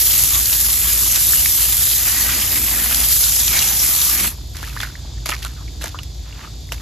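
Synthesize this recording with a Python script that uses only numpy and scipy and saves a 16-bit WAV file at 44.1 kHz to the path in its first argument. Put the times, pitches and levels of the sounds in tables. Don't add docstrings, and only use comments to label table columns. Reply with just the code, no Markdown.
import sys
import numpy as np
from scipy import signal
from scipy.fft import rfft, irfft
from scipy.io import wavfile
from scipy.ndimage import uniform_filter1d

SR = 44100
rng = np.random.default_rng(int(sys.argv[2]) if len(sys.argv) > 2 else 0)


def to_wav(sig):
    pcm = np.clip(np.atleast_2d(sig), -1, 1) * 32767
    pcm = np.round(pcm).astype(np.int16)
    wavfile.write(sys.argv[1], SR, pcm.T)


N = 300321
T = np.arange(N) / SR
FREQS_HZ = np.fft.rfftfreq(N, 1 / SR)

# frequency in Hz, rms level in dB.
ENGINE = [(55, -33), (118.5, -47.5), (143, -51.5), (154.5, -54), (305, -63)]
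# time in seconds, fizz in dB, trickle in dB.
RUNOFF = [(4.2, -50, -75), (4.28, -32, -50), (4.4, -47, -52.5), (4.5, -48, -74), (4.7, -38, -55),
          (5.1, -54, -55), (5.7, -49.5, -58), (6.2, -52, -65), (6.6, -51, -68), (6.8, -46, -52)]
# frequency in Hz, relative density in dB per Hz.
RUMBLE_SPECTRUM = [(20, -34), (35, -15), (48, 1), (65, 4), (90, 0.5), (125, -7), (180, -16.5), (300, -18),
                   (400, -23.5), (520, -28), (750, -27.5), (1300, -42.5), (2600, -35), (15000, -64)]
INSECT_SPECTRUM = [(2000, -20), (2750, -18), (3250, -4), (3550, 1), (4000, -2.5), (4550, 0.5), (5300, -3.5),
                   (5900, -5), (6900, -3), (8200, -6), (10000, -57), (15500, -17)]

# start in seconds, crack in dB, thud of the weight behind it in dB,
# ring of the air gap under the sole in dB, nominal pitch of that ring in Hz.
SLAPS = [(4.6285, -22, -31, -24, 1420), (4.8015, -24, -44, -12.5, 1640), (4.8034, -19, -44, -14, 3390),
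         (5.2587, -7.5, -24, -15, 1255), (5.29, -7, -18.5, -14, 2700), (5.2938, -8, -21, -14, 1330),
         (5.4487, -12.5, -39, -21, 3900), (5.813, -27, -36, -23, 1610), (5.822, -16, -32, -24, 3500),
         (5.8408, -11, -23, -16, 1600), (5.8583, -15, -41, -20, 1900), (5.8652, -26, -28, -22, 1940),
         (6.7209, -10, -27, -15, 3060)]
# start in seconds, level in dB, rise in seconds,
# hold in seconds, t60 in seconds, fine spatter in dB re the level.
SLOSHES = [(4.534, -37, .028, 0.03, 0.39, 4.5), (4.614, -35.5, 0.0088, 0.017, 0.91, 5),
           (4.76, -38.5, 0.0052, 0.0075, 0.18, 12.5), (4.799, -31, .004, 0.025, 0.24, 4.5),
           (5.255, -29.5, 0.0045, 0.0068, 0.19, 8.5), (5.292, -32, .004, 0.012, 0.4, 9),
           (5.414, -40, 0.021, 0.024, 0.44, 7.5), (5.803, -34, .016, 0.044, 0.23, 6),
           (6.223, -44, 0.042, 0.1, 0.53, -16), (6.366, -38.5, 0.043, 0.039, 0.23, -3),
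           (6.716, -33, .003, 0.004, 0.17, 7), (6.796, -39, .006, .01, .1, 0)]
# start in seconds, peak in dB, nominal pitch in Hz, t60 in seconds,
# share by which the pitch climbs (negative: falls).
BUBBLES = [(4.636, -17.5, 1730, 0.034, 0.44), (4.673, -24, 2750, 0.028, 0.21),
           (4.678, -25, 1260, 0.027, .5), (4.7, -29, 2550, .03, -0.037), (4.7645, -16, 1260, 0.023, -0.094),
           (4.7725, -15.5, 1820, 0.02, 0.21), (4.8325, -13, 1530, 0.025, 0.9), (4.851, -23, 1750, .03, .3),
           (4.859, -29, 1850, 0.023, .3), (4.872, -25, 1450, .025, 0.43), (4.896, -29.5, 1470, 0.049, 0.2),
           (4.9535, -24, 1990, 0.021, 0.96), (5.05, -33.5, 845, 0.023, 0.12), (5.179, -34, 1840, 0.032, .1),
           (5.3155, -19, 2660, 0.037, -0.18), (5.3185, -18.5, 1232, 0.1, -0.23),
           (5.319, -19, 1814, 0.063, 0.077), (5.322, -17, 2380, 0.051, .15),
           (5.3245, -23, 1444, 0.094, -0.18), (5.3645, -18, 2600, .013, .5), (5.423, -22, 1930, .02, 0.096),
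           (5.4283, -15.5, 3000, 0.017, 0.46), (5.454, -23, 1370, 0.029, -0.04),
           (5.462, -25, 1380, 0.044, -0.068), (5.679, -28.5, 2320, 0.035, 0.24),
           (5.9445, -23, 1280, 0.083, 0.68), (5.9885, -17, 2880, 0.028, -0.21),
           (5.988, -29, 1200, 0.073, 1.0), (6.326, -28, 2750, 0.027, 0.62), (6.447, -27, 1290, 0.03, .2),
           (6.474, -29, 1300, .03, 0.11), (6.69, -30, 2100, .02, .4), (6.779, -26, 2390, .015, .6)]
# start in seconds, length in seconds,
# mean bubble peak in dB, first pitch in Hz, last pitch in Hz.
GURGLES = [(4.823, .03, -22.5, 2110, 1700), (5.313, 0.032, -22, 2600, 1800),
           (5.562, 0.067, -35.5, 1400, 1080), (6.404, 0.055, -35, 1250, 1490)]
# start in seconds, peak in dB.
FLICKS = [(5.9885, -31), (6.0322, -25.5), (6.779, -37)]
# frequency in Hz, relative density in dB per Hz.
SLAP_SPECTRUM = [(150, -24), (400, -26), (650, -5), (850, -2), (1200, 2.5), (1700, -1.5), (2700, -1),
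                 (4500, -7), (8000, 1.5), (15500, -11.5)]
THUD_SPECTRUM = [(100, -8), (350, -3), (500, -5), (690, 0), (1000, -15), (2500, -25), (15000, -60)]
SLOSH_SPECTRUM = [(200, -5), (500, -19), (900, 5), (1300, 1), (2000, -1), (3000, 2), (5000, -17),
                  (8000, -34), (15000, -37)]
SPATTER_SPECTRUM = [(600, -42), (2000, 3), (4000, 7.5), (7000, 4.5), (10000, 5), (15500, -3.5)]

# time in seconds, water depth where it lands (0 bare stone, 1 deep puddle),
# patter of coarse drops in dB.
JET = [(0.0, 0.13, -20.5), (0.35, 0.14, -21), (0.75, 0.24, -23.5), (1.05, 0.22, -22.5), (1.15, 0.23, -19.5),
       (1.26, 0.061, -23), (1.96, 0.12, -20.5), (2.28, 0.6, -22), (2.45, 0.62, -22), (2.8, 0.58, -27.5),
       (3.0, 0.59, -23.5), (3.15, 0.033, -22.5), (3.36, 0.16, -19), (3.6, 0.52, -18.5), (3.8, 0.4, -23.5),
       (4.06, 0.19, -19.5), (4.24, 0.89, -24)]
# start in seconds, peak in dB.
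GOUTS = [(0.1795, 6), (0.1945, 7), (0.237, 11), (0.6035, -1), (0.6105, 4), (1.3209, 5), (2.9462, 2),
         (3.0865, 4)]
# start in seconds, peak in dB,
# nominal pitch in Hz.
SPURTS = [(0.353, -11.5, 2300), (0.4565, -6.5, 4330), (0.5282, -7, 2930), (0.7014, -10, 3290),
          (1.1224, -10, 4960), (1.1588, -7, 4150), (1.333, -11, 1820), (1.4587, -5, 2270),
          (2.9457, -5, 4430), (3.1253, -10, 4500), (3.2391, -6.5, 4480), (3.4795, -5, 3770),
          (3.5906, -4, 4700), (4.0158, -6, 3930), (4.2503, -11, 4240)]
# start in seconds, level in dB, rise in seconds,
# hold in seconds, t60 in seconds.
SHEETS = [(1.15, -26.5, .005, 0.019, 0.065), (2.045, -34.5, 0.02, .06, 0.33),
          (3.456, -28.5, 0.083, 0.086, 0.064), (3.975, -33, 0.0093, .04, .08),
          (4.239, -26, 0.0037, .016, .05)]
# start in seconds, length in seconds, level in dB,
# pitch in Hz.
HOLLOWS = [(0.29, 0.12, -37, 1110), (0.857, 0.082, -37, 1660), (1.116, 0.11, -36, 4030),
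           (1.302, .08, -37, 1800), (1.41, .1, -37, 2260), (1.966, 0.51, -33, 1890),
           (2.225, .13, -33, 1570), (2.684, 0.16, -34, 1860), (3.207, 0.092, -38, 1440),
           (3.27, 0.2, -30, 5970), (3.497, .13, -32, 2230), (3.602, 0.044, -25, 2760),
           (3.58, 0.32, -42.5, 790), (3.78, 0.062, -23, 5560), (4.08, 0.17, -39.5, 2270),
           (3.752, 0.56, -42, 1190), (4.217, 0.097, -35, 4300)]
# frequency in Hz, relative density in dB per Hz.
HISS_SPECTRUM = [(400, -22), (1500, -39.5), (3000, -15.5), (4500, -10), (6200, -10), (7800, 1),
                 (12000, 0.5), (15500, -1.5)]
PATTER_SPECTRUM = [(500, -25.5), (1500, -13), (2700, -9), (3600, -1.5), (5000, -0.5), (6300, 3), (8000, -2),
                   (15000, -15)]
SPLATTER_SPECTRUM = [(200, -22), (350, -13), (520, -11), (730, -5), (960, -6.5), (1220, -3), (1480, -5.5),
                     (1850, 0), (2200, 0), (2550, 1), (4000, -9.5), (8000, -40), (15000, -36)]
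DRUM_SPECTRUM = [(90, -15.5), (165, -4), (225, 2), (275, -4), (350, -5), (500, -20), (1000, -36.5)]

# frequency in Hz, phase by which the left leads in radians.
PORT_PHASE = [(20, 0), (4000, 0), (5300, -.8), (6500, 0), (8450, 3.0), (9600, 3.25), (11400, 6.1),
              (12800, 6.4), (14700, 9.35), (16000, 9.45)]
# frequency in Hz, level in dB re the direct sound.
DIFFUSE = [(50, -20.5), (150, -16.5), (500, -3.5), (1000, -6), (3000, -11.5), (5300, -4), (7700, -12),
           (8900, -99), (10300, -27), (12000, -11), (13800, -20), (15200, -104)]

GURGLE_PER_S, GURGLE_SPREAD_OCT, GURGLE_SPREAD_DB = 320, 0.25, 3
GURGLE_T60_S, GURGLE_GLIDE = 0.017, .3
SHUT_S, SHUT_FALL_S = 4.3, 0.046
CLOSING_S, CLOSING_DB = 0.024, -10.5
HISS_DB, HISS_PUDDLE_DB = -12, -5
SPLATTER_DB, SPLATTER_PUDDLE_DB = -36.5, 9
DRUM_DB, DRUM_PUDDLE_DB = -62.5, 30
PATTER_DB = -2.6
SWAY_PER_S, HISS_SWAY_DB, SPLASH_SWAY_DB = 11, 0.5, 0.5
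SMALL_SPURT_DB, SPURT_LOW_HZ, SPURT_HIGH_HZ = -18, 3200, 5060
SPURT_T60_S, SPURT_GLIDE = 0.016, 0.41
HOLLOW_Q = 12
TOP_HZ = 15100


def undb(db):
    return 10 ** (np.asarray(db) / 20)


def unit(x):
    return x / np.sqrt(np.mean(x ** 2))


def decay(t_s, t60_s):
    return np.exp(-np.log(1000) * t_s / t60_s)


def along(points, hz):
    point_hz, value = np.transpose(points)
    return np.interp(np.log(np.maximum(hz, 1)), np.log(point_hz), value)


def colour(x, spectrum, size=8192):
    gain = undb(along(spectrum, np.fft.rfftfreq(size, 1 / SR)))
    cepstrum = irfft(np.log(gain))
    cepstrum[1:size // 2] *= 2
    cepstrum[size // 2 + 1:] = 0
    response = irfft(np.exp(rfft(cepstrum)))
    return signal.fftconvolve(x, response / np.linalg.norm(response))[:N]


def walk(rate_per_s):
    hold = max(int(SR / rate_per_s), 2)
    stairs = np.repeat(rng.standard_normal(N // hold + 1), hold)
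    slewed = uniform_filter1d(uniform_filter1d(stairs, hold), hold)
    return unit(slewed[:N])


def add(track, s, sound):
    start = int(np.clip(s * SR, 0, N - 1))
    track[start:start + len(sound)] += sound[:N - start]


def surge(s, db, rise_s, hold_s, t60_s):
    t = np.maximum(T - s, 0)
    fall = decay(np.maximum(t - rise_s - hold_s, 0), t60_s)
    return undb(db) * np.minimum(t / rise_s, 1) * fall


def drops(rate_per_s, spread_db):
    size = undb(spread_db * np.minimum(rng.exponential(size=N), 6))
    hit = rng.random(N) < rate_per_s / SR
    return unit(hit * size * rng.standard_normal(N))


def bubble(hz, t60_s, glide):
    t = T[:int(t60_s * SR) + 2]
    cycles = hz * (t + glide * t * t / (2 * t60_s))
    return np.sin(2 * np.pi * cycles) * decay(t, t60_s)


def froth(count, low_hz, high_hz, cycles, spread_db):
    out = np.zeros(N)
    for when, pitch, life, size in rng.random((count, 4)):
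        hz = low_hz * (high_hz / low_hz) ** pitch
        gain = undb(-spread_db * np.log(max(size, .01)))
        t60_s = cycles * (.5 + life) / hz
        add(out, when * T[-1], gain * bubble(hz, t60_s, 0.056))
    return unit(out)


def smacks(events, t60_s, tail_db, tail_t60_s, rise_s):
    out, t = np.zeros(N), T[:SR // 4]
    crack = decay(t, t60_s) * (1 - np.exp(-t / rise_s))
    shower = undb(tail_db) * decay(t, tail_t60_s)
    for s, db in events:
        add(out, s, undb(db) * (crack + shower) * rng.standard_normal(len(t)))
    return out


def squelches(events, rough, rise_s):
    out, t = np.zeros(N), T[:SR // 10]
    for s, db, hz, t60_s, glide in events:
        noises = rng.standard_normal((2, len(t)))
        wobble, flutter = (unit(uniform_filter1d(noise, size=40)) for noise in noises)
        climb = glide * (np.minimum(t / t60_s, 1) - .15)
        pitch_hz = hz * (1 + climb + 0.15 * rough * wobble)
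        shape = (1 - np.exp(-t / rise_s)) * decay(t, t60_s) * (1 + rough * flutter)
        add(out, s, undb(db) * shape * np.sin(2 * np.pi * np.cumsum(pitch_hz) / SR))
    return out


def patches(x, depth_db, patch_s, patch_hz, size=512):
    frames = signal.stft(x, nperseg=size)[2]
    swell = rng.standard_normal(frames.shape)
    for axis, span in 2 * [(0, patch_hz * size / SR), (1, 2 * patch_s * SR / size)]:
        swell = uniform_filter1d(swell, max(round(span), 1), axis=axis)
    swollen = frames * undb(depth_db * unit(swell))
    return unit(signal.istft(swollen, nperseg=size)[1][:N])


def scatter(x, t60_s):
    t = T[:int(t60_s * SR) + 2]
    response = rng.standard_normal(len(t)) * decay(t, t60_s)
    return signal.fftconvolve(x, response / np.linalg.norm(response))[:N]


def ports(x, pan_db, size):
    direct = rfft(x)
    diffuse = irfft(direct * undb(along(DIFFUSE, FREQS_HZ)), N)
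    frames = signal.stft(diffuse, nperseg=size)[2]
    random_phase = np.exp(2j * np.pi * rng.random(frames.shape))
    scattered = signal.istft(frames * random_phase, nperseg=size)[1][:N]
    side = rfft(unit(scattered) * np.std(diffuse))
    turn = np.exp(.5j * along(PORT_PHASE, FREQS_HZ))
    left = (direct + side) * turn * undb(pan_db / 2)
    right = (direct - side) / turn * undb(-pan_db / 2)
    return irfft([left, right], N)


def engine():
    hum = 0
    for hz, db in ENGINE:
        waver_db = walk(4.3) * hz / ENGINE[0][0]
        pitch_hz = hz + .5 * walk(2.99)
        hum = hum + np.sqrt(2) * undb(db + waver_db) * np.sin(2 * np.pi * np.cumsum(pitch_hz) / SR)
    return hum


def runoff():
    s, *columns = np.transpose(RUNOFF)
    fizz_gain, trickle_gain = (undb(np.interp(T, s, column)) for column in columns)
    fizz = colour(drops(rate_per_s=6600, spread_db=3.0), HISS_SPECTRUM)
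    trickle = froth(count=2500, low_hz=900, high_hz=3000, cycles=14, spread_db=1.6)
    return fizz_gain * fizz + trickle_gain * trickle


def garden():
    hum = engine()
    swell_db = .7 * walk(5)
    rumble = colour(rng.standard_normal(N), RUMBLE_SPECTRUM) * undb(-33.5 + swell_db)
    insects = colour(rng.standard_normal(N), INSECT_SPECTRUM) * undb(-43.0 + swell_db)
    return ports(hum + rumble + insects + runoff(), pan_db=-.3, size=4096)


def gurgles():
    rows = []
    for s, length_s, db, first_hz, last_hz in GURGLES:
        for k, (late, size, pitch) in enumerate(rng.uniform(-1, 1, (32, 3))):
            gone = (k + (1 + late) / 4) / GURGLE_PER_S / length_s
            if gone < 1:
                drift_hz = first_hz * (last_hz / first_hz) ** gone
                hz = drift_hz * 2 ** (GURGLE_SPREAD_OCT * pitch)
                peak_db = db + GURGLE_SPREAD_DB * size
                rows.append((s + gone * length_s, peak_db, hz, GURGLE_T60_S, GURGLE_GLIDE))
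    return rows


def sloshes():
    body, fine = 0, 0
    for s, db, rise_s, hold_s, t60_s, spatter_db in SLOSHES:
        swell = surge(s, db, rise_s, hold_s, t60_s)
        body = body + swell
        fine = fine + swell * undb(spatter_db)
    foam = froth(count=3000, low_hz=1230, high_hz=3230, cycles=13.0, spread_db=0.5)
    splash = colour(drops(rate_per_s=1100, spread_db=0.5), SLOSH_SPECTRUM)
    water = undb(-4.0) * splash + undb(-2.5) * foam
    ragged = undb(2 * walk(260))
    spatter = colour(drops(rate_per_s=1700, spread_db=1.5), SPATTER_SPECTRUM)
    return ragged * (body * water + fine * spatter)


def steps():
    crack_rows = [(s, db) for s, db, _, _, _ in SLAPS]
    thud_rows = [(s, db) for s, _, db, _, _ in SLAPS]
    gap_rows = [(s, db, hz, .02, .2) for s, _, _, db, hz in SLAPS]
    cracks = smacks(crack_rows, t60_s=.012, tail_db=-22, tail_t60_s=.055, rise_s=.0001)
    thuds = smacks(thud_rows, t60_s=.04, tail_db=-25, tail_t60_s=.06, rise_s=.001)
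    gaps = squelches(gap_rows, rough=.6, rise_s=.0003)
    pops = squelches(BUBBLES + gurgles(), rough=.5, rise_s=.0005)
    flicks = smacks(FLICKS, t60_s=0.016, tail_db=-13, tail_t60_s=0.077, rise_s=0.00029)
    feet = undb(-6.5) * colour(cracks, SLAP_SPECTRUM)
    feet += undb(-5) * colour(thuds, THUD_SPECTRUM)
    feet += undb(-5) * sloshes()
    feet += undb(-3.0) * (pops + gaps)
    feet += undb(-1.5) * colour(flicks, SPATTER_SPECTRUM)
    heard = feet + undb(-18) * scatter(feet, t60_s=.16)
    return ports(heard, pan_db=-1.5, size=128)


def hollows():
    rain, out = drops(rate_per_s=3000, spread_db=2.5), np.zeros(N)
    for s, length_s, db, hz in HOLLOWS:
        falling = rain[int(s * SR):][:int(length_s * SR)]
        ring = unit(signal.lfilter(*signal.iirpeak(hz, HOLLOW_Q, fs=SR), falling))
        add(out, s, undb(db) * ring * np.sin(np.linspace(0, np.pi, len(ring))))
    return out


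def sprinkle(length_s, db, low_hz, high_hz, count):
    return [(length_s * when, db, low_hz * (high_hz / low_hz) ** pitch)
            for when, pitch in rng.random((count, 2))]


def spurts():
    small = sprinkle(SHUT_S, SMALL_SPURT_DB, SPURT_LOW_HZ, SPURT_HIGH_HZ, count=22)
    rows = [(*row, SPURT_T60_S, SPURT_GLIDE) for row in SPURTS + small]
    pockets = squelches(rows, rough=.6, rise_s=.0005)
    crack_rows = [row[:2] for row in SPURTS]
    cracks = smacks(crack_rows, t60_s=.016, tail_db=-20, tail_t60_s=.04, rise_s=.0002)
    return undb(-6) * (pockets + colour(cracks, PATTER_SPECTRUM))


def spray():
    s, *columns = np.transpose(JET)
    depth, patter_db = (np.interp(T, s, column) for column in columns)
    depth = np.clip(depth, 0, 1)
    valve = np.clip(1 - (T - SHUT_S) / SHUT_FALL_S, 0, 1)
    closing_db = CLOSING_DB * np.clip(1 - (SHUT_S - T) / CLOSING_S, 0, 1)
    clumps = walk(350) + 0.97 * walk(70)
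    hiss_db = HISS_DB + HISS_PUDDLE_DB * depth + HISS_SWAY_DB * walk(SWAY_PER_S)
    splash_db = SPLASH_SWAY_DB * walk(SWAY_PER_S) + 0.87 * clumps

    ticks = undb(-16) * drops(rate_per_s=160, spread_db=1.0)
    fine_drops = drops(rate_per_s=22000, spread_db=-0.5) * undb(0.6 * clumps)
    mist = colour(fine_drops + ticks, HISS_SPECTRUM)
    hiss = patches(mist, depth_db=1.0, patch_s=.07, patch_hz=500) * undb(hiss_db)

    fizz = froth(count=3500, low_hz=2730, high_hz=7700, cycles=34.0, spread_db=-1.5)
    coarse_drops = colour(drops(rate_per_s=10000, spread_db=2.0), PATTER_SPECTRUM) + undb(-7.5) * fizz
    patter = patches(coarse_drops, depth_db=1.8, patch_s=.06, patch_hz=400)
    patter = patter * undb(patter_db + PATTER_DB + splash_db)

    foam = froth(count=2500, low_hz=1063, high_hz=3300, cycles=24, spread_db=1.5)
    puddle_drops = colour(drops(rate_per_s=5000, spread_db=2.2), SPLATTER_SPECTRUM)
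    puddle = patches(puddle_drops + undb(-10) * foam, depth_db=2, patch_s=.05, patch_hz=250)
    sheets = sum(surge(*row) for row in SHEETS)
    splatter_gain = np.hypot(undb(SPLATTER_DB + SPLATTER_PUDDLE_DB * depth), sheets)
    splatter = puddle * splatter_gain * undb(splash_db)

    drum_gain = undb(DRUM_DB + DRUM_PUDDLE_DB * np.sqrt(depth))
    drum = colour(drops(rate_per_s=2300, spread_db=3.0), DRUM_SPECTRUM) * drum_gain
    gout_smacks = smacks(GOUTS, t60_s=.01, tail_db=-24, tail_t60_s=.029, rise_s=.0001)
    gouts = undb(-8) * colour(gout_smacks, HISS_SPECTRUM)

    fine = ports(hiss + gouts, pan_db=0, size=128)
    coarse = ports(patter + splatter + drum + hollows() + spurts(), pan_db=-1, size=256)
    return valve * undb(closing_db) * (fine + coarse)


def scene():
    return spray() + steps() + garden()


def record(dry):
    low_pass = signal.ellip(10, .1, 70, TOP_HZ, fs=SR, output="sos")
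    return signal.sosfilt(low_pass, np.clip(dry, -1, 1))


dry = scene()
out = record(dry)
to_wav(out)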